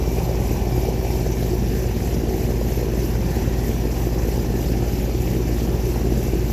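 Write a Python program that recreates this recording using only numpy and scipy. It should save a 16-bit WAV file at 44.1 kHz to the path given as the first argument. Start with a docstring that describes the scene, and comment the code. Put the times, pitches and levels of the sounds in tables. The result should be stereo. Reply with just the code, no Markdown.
"""Outdoors, close to an air conditioner that runs steadily while the microphone edges out of its air stream.
Its three-bladed fan drones as a stack of sines, chops noise into a fluttering rush, flaps, slaps and scuffs.
The compressor adds a thin buzz, a faint whine and a noise hiss that swells about three times a second
as its rotor slips behind the mains. The casing rings and the motors hum at multiples of the mains rate.
A few faint ticks come from a hand-held meter."""
import sys
import numpy as np
from scipy import signal
from scipy.fft import rfft, irfft, next_fast_len
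from scipy.io import wavfile
from scipy.ndimage import map_coordinates

SR = 44100
rng = np.random.default_rng(int(sys.argv[2]) if len(sys.argv) > 2 else 0)


def persist_wave(psi):
    """Save psi, clipped to +-1, as 16-bit WAV."""
    counts = np.round(np.clip(psi, -1, 1) * 32767).astype(np.int16)
    wavfile.write(sys.argv[1], SR, np.atleast_2d(counts).T)


N = 287811
FFT_SIZE = next_fast_len(N, True)
TIME = np.arange(N) / SR  # seconds
BINS = np.fft.rfftfreq(FFT_SIZE, 1 / SR)  # the frequency of each spectrum bin, Hz

# Mains rate, and turns per second of the two shafts.
MAINS_HZ, FAN_HZ, COMPRESSOR_HZ = 60.005, 18.531, 58.437


def amp(db):
    """Turns decibels into gain."""
    return 10 ** (np.asarray(db) / 20)


def read(points, hz):
    """Reads a spectrum table joined by straight lines on a log-frequency axis."""
    table_hz, value = np.transpose(points)
    return np.interp(np.log(hz + 1), np.log(table_hz + 1), value)


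def over_time(points, times=TIME):
    """Reads a table of (seconds, value) joined by straight lines."""
    return np.interp(times, *np.transpose(points))


def balance(points):
    """Gains of the left and right port for each frequency, from left-minus-right dB."""
    return amp(np.array([[1], [-1]]) * read(points, BINS) / 2)


def pan(db):
    """Gains of the left and right port, from one left-minus-right dB."""
    return amp([[db / 2], [-db / 2]])


def colour(x, gain):
    """Filters x by a gain for each frequency."""
    return irfft(rfft(x, FFT_SIZE) * gain, FFT_SIZE)[..., :N]


def white():
    """Two unrelated noises of unit power per Hz."""
    return rng.standard_normal((2, N)) * np.sqrt(SR / 2)


def drift(rate_hz, size=8192):
    """Random wandering of rms 1, mostly slower than rate_hz."""
    knots = np.linspace(0, TIME[-1], size)
    smoothing = 1 / (1 + (np.fft.rfftfreq(size, knots[1]) / rate_hz) ** 4)
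    x = irfft(rfft(rng.standard_normal(size)) * smoothing)
    return np.interp(TIME, knots, x / x.std())


def bell(hz, width_hz):
    """Gain of one resonance."""
    return 1 / (1 + 2j * (BINS - hz) / width_hz)


def tone(turns, db, pan_db, lag=0):
    """A sine of rms level db at both ports; the left one lags by lag radians."""
    angle = 2 * np.pi * turns
    left = amp(db + pan_db / 2) * np.cos(angle - lag)
    right = amp(db - pan_db / 2) * np.cos(angle)
    return np.sqrt(2) * np.array([left, right])


def swell_band(x, db, hz, width_hz):
    """Raises and lowers one band of x along the curve db."""
    band = colour(x, np.exp(-((BINS - hz) / width_hz) ** 2))
    return x + band * (amp(db) - 1)


def patchy(x, depth_db, width_hz, length_s, size=1024):
    """Lets x rise and sink in random patches of the given width and length."""
    hz, t, spectrum = signal.stft(x, SR, nperseg=size)
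    places = np.meshgrid(hz / width_hz, t / length_s, indexing="ij")
    field = map_coordinates(rng.standard_normal((256, 1024)), places, mode="mirror")
    return signal.istft(spectrum * amp(depth_db * field), nperseg=size)[1][..., :N]


def shift(times=TIME):
    """How far the microphone has moved out of the air stream."""
    # Each row: time in seconds, share of the way (0-1).
    way = [(0, 0.56), (.5, 0.62), (1.2, 0.43), (2.0, 0.86), (3.4, 0.75), (4.6, 0.96), (6.53, 0.8)]
    return over_time(way, times)


def fan_air(turns, steady=0.67, gust_width=0.045, uneven_db=0.46):
    """Each blade throws a gust of turbulence; the air reaches the right port first."""
    # The unequal blades. Each row: place in the turn (0-1), relative strength of the gust.
    blades = [(0.149, 1.1), (0.457, 1.73), (.79, 0.99)]
    # Basic loudness of the air. Each row: frequency in Hz, level in dB per Hz.
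    air_spectrum = [(15, -83), (31, -64), (52, -50), (130, -49), (220, -50), (275, -54.5), (325, -51.5),
                    (390, -52.5), (480, -56), (640, -62), (770, -60.5), (1000, -68), (1300, -77),
                    (2400, -79), (3400, -85.5), (5000, -86)]
    # Turbulence that comes with the blades. Each row: frequency in Hz, share (0-1).
    chopped_share = [(60, 0.25), (130, .45), (220, .62), (400, 0.78), (800, 0.6), (1500, 0.45), (3000, .45),
                     (5000, .2)]
    # Likeness of the air at the two ports. Each row: frequency in Hz, likeness (0-1).
    likeness = [(20, .3), (55, 0.86), (200, 0.92), (520, 0.92), (800, 0.85), (1100, 0.7), (1600, 0.56),
                (3000, 0.02)]
    # Delay of the air at the left port. Each row: frequency in Hz, delay in ms.
    left_delay = [(200, 0.32), (800, 0.21), (1500, 0.31), (4000, 0.354)]
    # Balance of the air. Each row: frequency in Hz, left minus right in dB.
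    air_balance = [(60, -1), (190, -1), (300, -3), (540, -1), (720, -3.5), (1000, 2), (1230, -2.5),
                   (3000, -1)]
    gusts = 0
    for place, strength in blades:
        from_blade = (turns - place + 0.5) % 1 - 0.5
        gusts = gusts + strength * np.exp(-0.5 * (from_blade / gust_width) ** 2)
    chop = steady + gusts * amp(uneven_db * drift(2.5))
    chop /= np.sqrt(np.mean(chop ** 2))
    eddies = white()
    share = read(chopped_share, BINS)
    mixed = colour(eddies, 1 - share) + chop * colour(eddies, share)
    right, other = rfft(mixed, FFT_SIZE)
    same = read(likeness, BINS)
    left = same * right + np.sqrt(1 - same ** 2) * other
    left *= np.exp(-2j * np.pi * BINS * read(left_delay, BINS) / 1000)
    ports = np.array([left, right]) * balance(air_balance) * amp(read(air_spectrum, BINS))
    return irfft(ports, FFT_SIZE)[:, :N]


def fan_roar(air):
    """Three bands of the roar rise and sink as the microphone moves in the stream."""
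    # Rumble near 180 Hz. Each row: time in seconds, change in dB.
    rumble = [(0, -.5), (1.25, -1.3), (1.6, .3), (2.4, 1), (2.8, 0), (3.5, 1.2), (4.6, -1), (6.53, -.7)]
    # Low roar near 400 Hz. Each row: time in seconds, change in dB.
    low_roar = [(0, -3), (1.4, 0), (2.3, 1), (3.4, -1), (5.2, 1), (5.6, 0.9), (6.1, 3), (6.53, -0.5)]
    # Roar near 800 Hz, fullest early on. Each row: time in seconds, change in dB.
    roar = [(0, -2), (.2, 3.5), (.45, 1.5), (.95, 2), (1.7, -2.5), (2.8, -2), (3.4, -1.3), (4.9, -3),
            (6.53, -4)]
    air = swell_band(air, over_time(rumble), hz=186, width_hz=110)
    air = swell_band(air, over_time(low_roar), hz=393, width_hz=180)
    return swell_band(air, over_time(roar), hz=815, width_hz=330)


def fan_buffets(air, length_s=0.0032, edge=0.19, calm=0.54, calm_s=0.0022, lag_ms=0.28, pan_db=-2):
    """Now and then one large eddy takes the place of the small ones: a dull flap of two or three cycles."""
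    # The hardest buffets. Each row: time in seconds, level in dB, pitch in Hz.
    buffets = [(.077, -12.5, 393), (0.132, -17, 320), (0.185, -14, 414), (.296, -21.5, 520),
               (.514, -12.5, 342), (0.672, -15, 338), (.779, -11.5, 380), (.888, -12, 427),
               (1.03, -18, 453), (1.103, -13.5, 363), (1.536, -13.5, 358), (2.24, -13.5, 340),
               (2.345, -16, 355), (2.416, -18, 322), (2.615, -17, 520), (2.776, -17, 375),
               (2.829, -17, 485), (3.369, -14.5, 370), (4.072, -13.5, 340), (4.287, -13.5, 397),
               (4.831, -15, 346), (5.152, -14, 344), (6.072, -13.5, 350), (6.124, -11, 340),
               (6.336, -11, 355)]
    out = air.copy()
    for (moment, db, hz), start in zip(buffets, rng.random(len(buffets))):
        near = abs(TIME - moment) < 4 * calm_s
        t = TIME[near] - moment - np.array([[lag_ms / 1000], [0]])  # later on the left
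        angle = 2 * np.pi * (hz * t + start)
        flap = (np.cos(angle) + edge * np.cos(2 * angle)) / np.cosh(2 * t / length_s)
        out[:, near] *= 1 - calm * np.exp(-(t / calm_s) ** 2)
        out[:, near] += flap * amp(db) * pan(pan_db)
    return out


def fan_drone(turns, place=0.5176, skew=0.26, pan_db=-1.0, lag=-0.45):
    """Blade passing gives the third order; one blade pushes harder, so the drone throbs once a turn."""
    # Drone before its slow changes. Each row: multiple of the shaft rate, level in dB.
    fan_orders = [(2, -39.5), (3, -24), (4, -34), (5, -41.5), (6, -37.3), (9, -39.8)]
    # Slow changes. Each row: time in seconds, change in dB.
    drone_change = [(0, .2), (.85, .8), (1.5, 0), (2.35, -1.3), (3.1, .1), (4.6, 1), (5.5, .1), (5.85, 1.2),
                    (6.53, .8)]
    drone = sum(tone(k * (turns - place) - skew, db, pan_db, lag) for k, db in fan_orders)
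    return drone * amp(over_time(drone_change))


def blade_slaps(turns, place=0.1436, skew=0.23, pan_db=-1, lag=0.3):
    """Each blade passes the grille with the same short, dull push."""
    # Each row: multiple of the shaft rate, level in dB.
    slap_orders = [(12, -45), (15, -49), (18, -48), (21, -49.5), (24, -54)]
    return sum(tone(k * (turns - place) - skew, db, pan_db, lag) for k, db in slap_orders)


def fan_scuff(turns, depth=0.77, place=0.57, pan_db=-3):
    """A soft rasp that rises once every fan turn, never twice alike."""
    # Basic loudness of the scuffing. Each row: frequency in Hz, level in dB per Hz.
    scuff_spectrum = [(3500, -100), (5000, -84), (5850, -80.5), (6600, -91), (7200, -86.5), (9000, -100)]
    uneven = amp(1.3 * drift(13.5))
    stroke = (1 + depth * np.cos(2 * np.pi * (turns - place))) * uneven
    return colour(white(), amp(read(scuff_spectrum, BINS))) * stroke * pan(pan_db)


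def compressor_buzz(wander=0.0024, even_db=0.5, left_db=-2, scatter_db=0.5, side_scatter_db=4,
                    fade_db=2.0, path_spread=0.16, count=128, size=4096):
    """A long stack of shaft orders; the high ones reach each port by many paths and waver."""
    # Basic level of most lines. Each row: frequency in Hz, level in dB.
    buzz_spectrum = [(400, -66), (780, -58), (1050, -69), (1400, -62.5), (1900, -63.5), (2550, -66.5),
                     (3200, -70), (3700, -72), (4400, -74), (5700, -69), (7200, -73), (8000, -77)]
    # Lines that the casing radiates best, before wavering.
    # Each row: multiple of the shaft rate, level in dB, left minus right in dB.
    ringing_orders = [(4, -41.5, -5), (6, -48, -4), (12, -56, -2), (14, -54, 2), (22, -61, -2),
                      (26, -51, -2), (30, -57, -1), (31, -60, 2), (48, -64.5, -4), (50, -63, -4),
                      (62, -68, -8), (68, -66, 0), (89, -66, -10), (97, -65, -2), (100, -64, -2),
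                      (121, -66, -2)]
    # Typical delay at the left port, before and after the microphone moves, in ms.
    buzz_delay_ms = (.37, .31)
    orders = np.arange(count)
    hz = orders * COMPRESSOR_HZ
    strength, side, start, path = rng.standard_normal((4, count))
    # Even orders are raised and odd ones lowered by even_db.
    db = read(buzz_spectrum, hz) + even_db * (-1) ** orders + scatter_db * strength
    pan_db = left_db + side_scatter_db * side
    for k, level, side_db in ringing_orders:
        db[k], pan_db[k] = level, side_db
    moments = np.arange(0, TIME[-1] + 1, 0.5)
    fading_db = fade_db * np.minimum(hz / 2000, 1) * rng.standard_normal((2, len(moments), count))
    level_db = db + np.array([[pan_db], [-pan_db]]) / 2 + fading_db
    lines = amp(level_db) * np.exp(2j * np.pi * start) * (hz > 0)
    lag_ms = np.interp(shift(moments), [0, 1], buzz_delay_ms)
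    lag_s = lag_ms[:, None] / 1000 * (1 + path_spread * path)
    lines[0] *= np.exp(-2j * np.pi * hz * lag_s)
    cycles = irfft(lines, size) * size / np.sqrt(2)  # one shaft turn for each port and moment
    turns = COMPRESSOR_HZ * TIME + wander * drift(1.0)
    # Play the turns round and round, blending from each moment into the next.
    places = [TIME / moments[1], turns % 1 * size]
    return np.array([map_coordinates(port, places, order=1, mode="grid-wrap") for port in cycles])


def compressor_hiss(crest=0.55, patchy_db=2.5, patch_hz=1200, patch_s=0.009, flutter=0.12, rasp=0.036):
    """Gas noise rasps with the motor, and swells as the rotor slips past the two poles of the mains field."""
    # Gas rushing through compressor and pipes, before it swells.
    # Each row: frequency in Hz, level in dB per Hz.
    hiss_spectrum = [(900, -86.5), (1700, -76.5), (2600, -76), (2950, -79), (3500, -83), (4500, -82),
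                     (5800, -78), (6700, -80.5), (7600, -81), (10300, -85), (11500, -83.5), (12600, -80),
                     (13400, -76), (14400, -81.5)]
    # Balance of the hiss. Each row: frequency in Hz, left minus right in dB.
    hiss_balance = [(2000, -2.5), (6000, -3.5), (7600, 1.5), (10500, 0.5), (12500, -1.5), (14400, -1.5)]
    # How deeply the hiss swells with the slip. Each row: frequency in Hz, share (0-1).
    swell_depth = [(1000, 0), (2300, 0.15), (3700, 0.49), (5500, 0.32), (7500, 0.64), (11000, 0.7),
                   (14000, 0.5)]
    slip = 2 * (MAINS_HZ - COMPRESSOR_HZ) * TIME
    gas = colour(white(), amp(read(hiss_spectrum, BINS)) * balance(hiss_balance))
    gas = patchy(gas, patchy_db, patch_hz, patch_s, size=256)
    gas *= 1 + rasp * np.cos(2 * np.pi * 2 * MAINS_HZ * TIME)
    beat = np.cos(2 * np.pi * (slip - crest))
    surge = beat + flutter * (1 + beat) * drift(96)  # the flow is roughest at each crest
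    return gas + colour(gas, read(swell_depth, BINS) / 2) * surge


def compressor_whine(order=40, pan_db=-4, waver_db=2.8, waver_hz=12, near_lag=-0.84, away_lag=2.85):
    """One shaft order sings out of the casing and wavers; its left lag grows as the microphone moves away."""
    # Whine before it wavers. Each row: time in seconds, level in dB.
    whine_level = [(0, -50.5), (.5, -53.5), (.75, -51), (.93, -54), (1.1, -51), (1.45, -61), (3.0, -58),
                   (3.6, -56), (4.6, -53.5), (6.53, -52.5)]
    level = over_time(whine_level) + waver_db * drift(waver_hz)
    turns = order * COMPRESSOR_HZ * TIME + 0.06 * drift(waver_hz)
    lag = near_lag + (away_lag - near_lag) * shift()  # radians
    return tone(turns, level, pan_db, lag)


def panels(rattle=0.81):
    """The sheet metal casing rings, shaken four times in each compressor turn."""
    # Resonances. Each row: frequency in Hz, width in Hz of one bell (two are multiplied),
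    # basic level in dB per Hz, change in dB as the microphone moves all the way, left port's lag in radians.
    resonances = [(1085, 300, -84, 7, 3), (1570, 65, -71.5, 5, 3.5), (1800, 110, -93, 9, 5),
                  (2430, 170, -73, -8, 3), (4300, 74, -83, 10, 4.5), (4875, 160, -83.5, 5, -1),
                  (5830, 990, -70, -21.5, -0.3)]
    shake = white()[0] * (1 + rattle * np.cos(2 * np.pi * 4 * COMPRESSOR_HZ * TIME))
    moved = shift()
    out = np.zeros((2, N))
    for hz, width_hz, db, change_db, lag in resonances:
        ports = np.array([[np.exp(-1j * lag)], [1]])
        out += colour(shake, ports * bell(hz, width_hz) ** 2) * amp(db + change_db * moved)
    return out


def motor_hum(lag=1.0):
    """Magnetic hum at even multiples of the mains rate, and a cabinet tone just above; both rise and dip."""
    # Hum before its dips. Each row: multiple of the mains rate, level in dB, left minus right in dB.
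    hum_orders = [(2, -30, 3), (6, -39.8, -3.5)]
    # The cabinet's tone before its dips: frequency in Hz, level in dB, left minus right in dB.
    cabinet_tone = (378.56, -37, -2)
    # Dips as the microphone moves through standing waves. Each row: time in seconds, change in dB.
    hum_change = [(0, 1.5), (.7, 1), (1.7, -0.5), (3.2, 0.5), (4.2, -1), (5.2, 0.6), (6.53, 2)]
    hz, db, pan_db = cabinet_tone
    hum = sum(tone(k * MAINS_HZ * TIME, level, side_db) for k, level, side_db in hum_orders)
    hum += tone(hz * TIME, db, pan_db, lag)
    return hum * amp(over_time(hum_change))


def mid_rush(x):
    """Two bands in the middle of the rush swell and sink."""
    # Rush near 1.1 kHz. Each row: time in seconds, change in dB.
    lower_band = [(0, 3), (.5, 0), (1.25, -1), (2.6, 0), (3.5, 1.2), (3.9, 1.5), (4.8, -.3), (5.6, .5),
                  (5.73, 4), (5.84, .5), (5.96, 4), (6.08, .5), (6.53, .5)]
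    # Rush near 1.8 kHz. Each row: time in seconds, change in dB.
    upper_band = [(0, -3.5), (.7, 0.5), (1.03, -1.5), (1.3, 0.5), (1.9, 1.5), (2.75, 0.5), (3.2, 0),
                  (3.42, 6), (3.6, 2.5), (3.8, 1.5), (4.6, 1.5), (5.05, 0), (6.53, 0.5)]
    x = swell_band(x, over_time(lower_band), hz=1040, width_hz=270)
    return swell_band(x, over_time(upper_band), hz=1770, width_hz=280)


def meter_ticks(ring_hz=5950, width_hz=700, decay_s=0.012):
    """Small plastic clicks from the hand-held meter: ringing noise that starts at once and dies away."""
    # Each row: start in seconds, starting level in dB.
    ticks = [(1.269, -33.5), (1.32, -34), (4.187, -38)]
    ring = colour(white(), bell(ring_hz, width_hz) ** 2)
    blows = sum(amp(db) * (TIME >= start) * np.exp(-abs(TIME - start) / decay_s) for start, db in ticks)
    return ring / ring.std() * blows


def scene():
    """Fan and compressor in one cabinet, with loose clumps in the roar and in the rush above it."""
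    # Clumps of the roar: depth in dB, width in Hz, length in seconds.
    roar_clumps = (1.4, 130, .07)
    # Clumps of the rush: depth in dB, width in Hz, length in seconds.
    rush_clumps = (1.5, 240, .06)
    turns = FAN_HZ * TIME + 0.006 * drift(1.0)  # the fan's speed wanders a little
    air = fan_buffets(patchy(fan_roar(fan_air(turns)), *roar_clumps))
    rush = fan_scuff(turns) + compressor_buzz() + compressor_hiss() + panels()
    rush = patchy(rush, *rush_clumps)
    fan_tones = fan_drone(turns) + blade_slaps(turns)
    return mid_rush(air + rush) + fan_tones + compressor_whine() + motor_hum() + meter_ticks()


def record(dry):
    """Each microphone port has a deep notch in the treble; then a low-pass filter sets the band limit."""
    # Left port, then right port. Each row: frequency in Hz, width in Hz, depth in dB.
    notches = [(8870, 720, -14.5), (8800, 760, -14)]
    notch_db = np.array([db * np.exp(-((BINS - hz) / width_hz) ** 2) for hz, width_hz, db in notches])
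    heard = colour(dry, amp(notch_db))
    low_pass = signal.firwin(1023, 14600, window=("kaiser", 9), fs=SR)  # cutoff in Hz
    return signal.oaconvolve(heard, low_pass[None], "same")


dry = scene()
out = record(dry)
persist_wave(out)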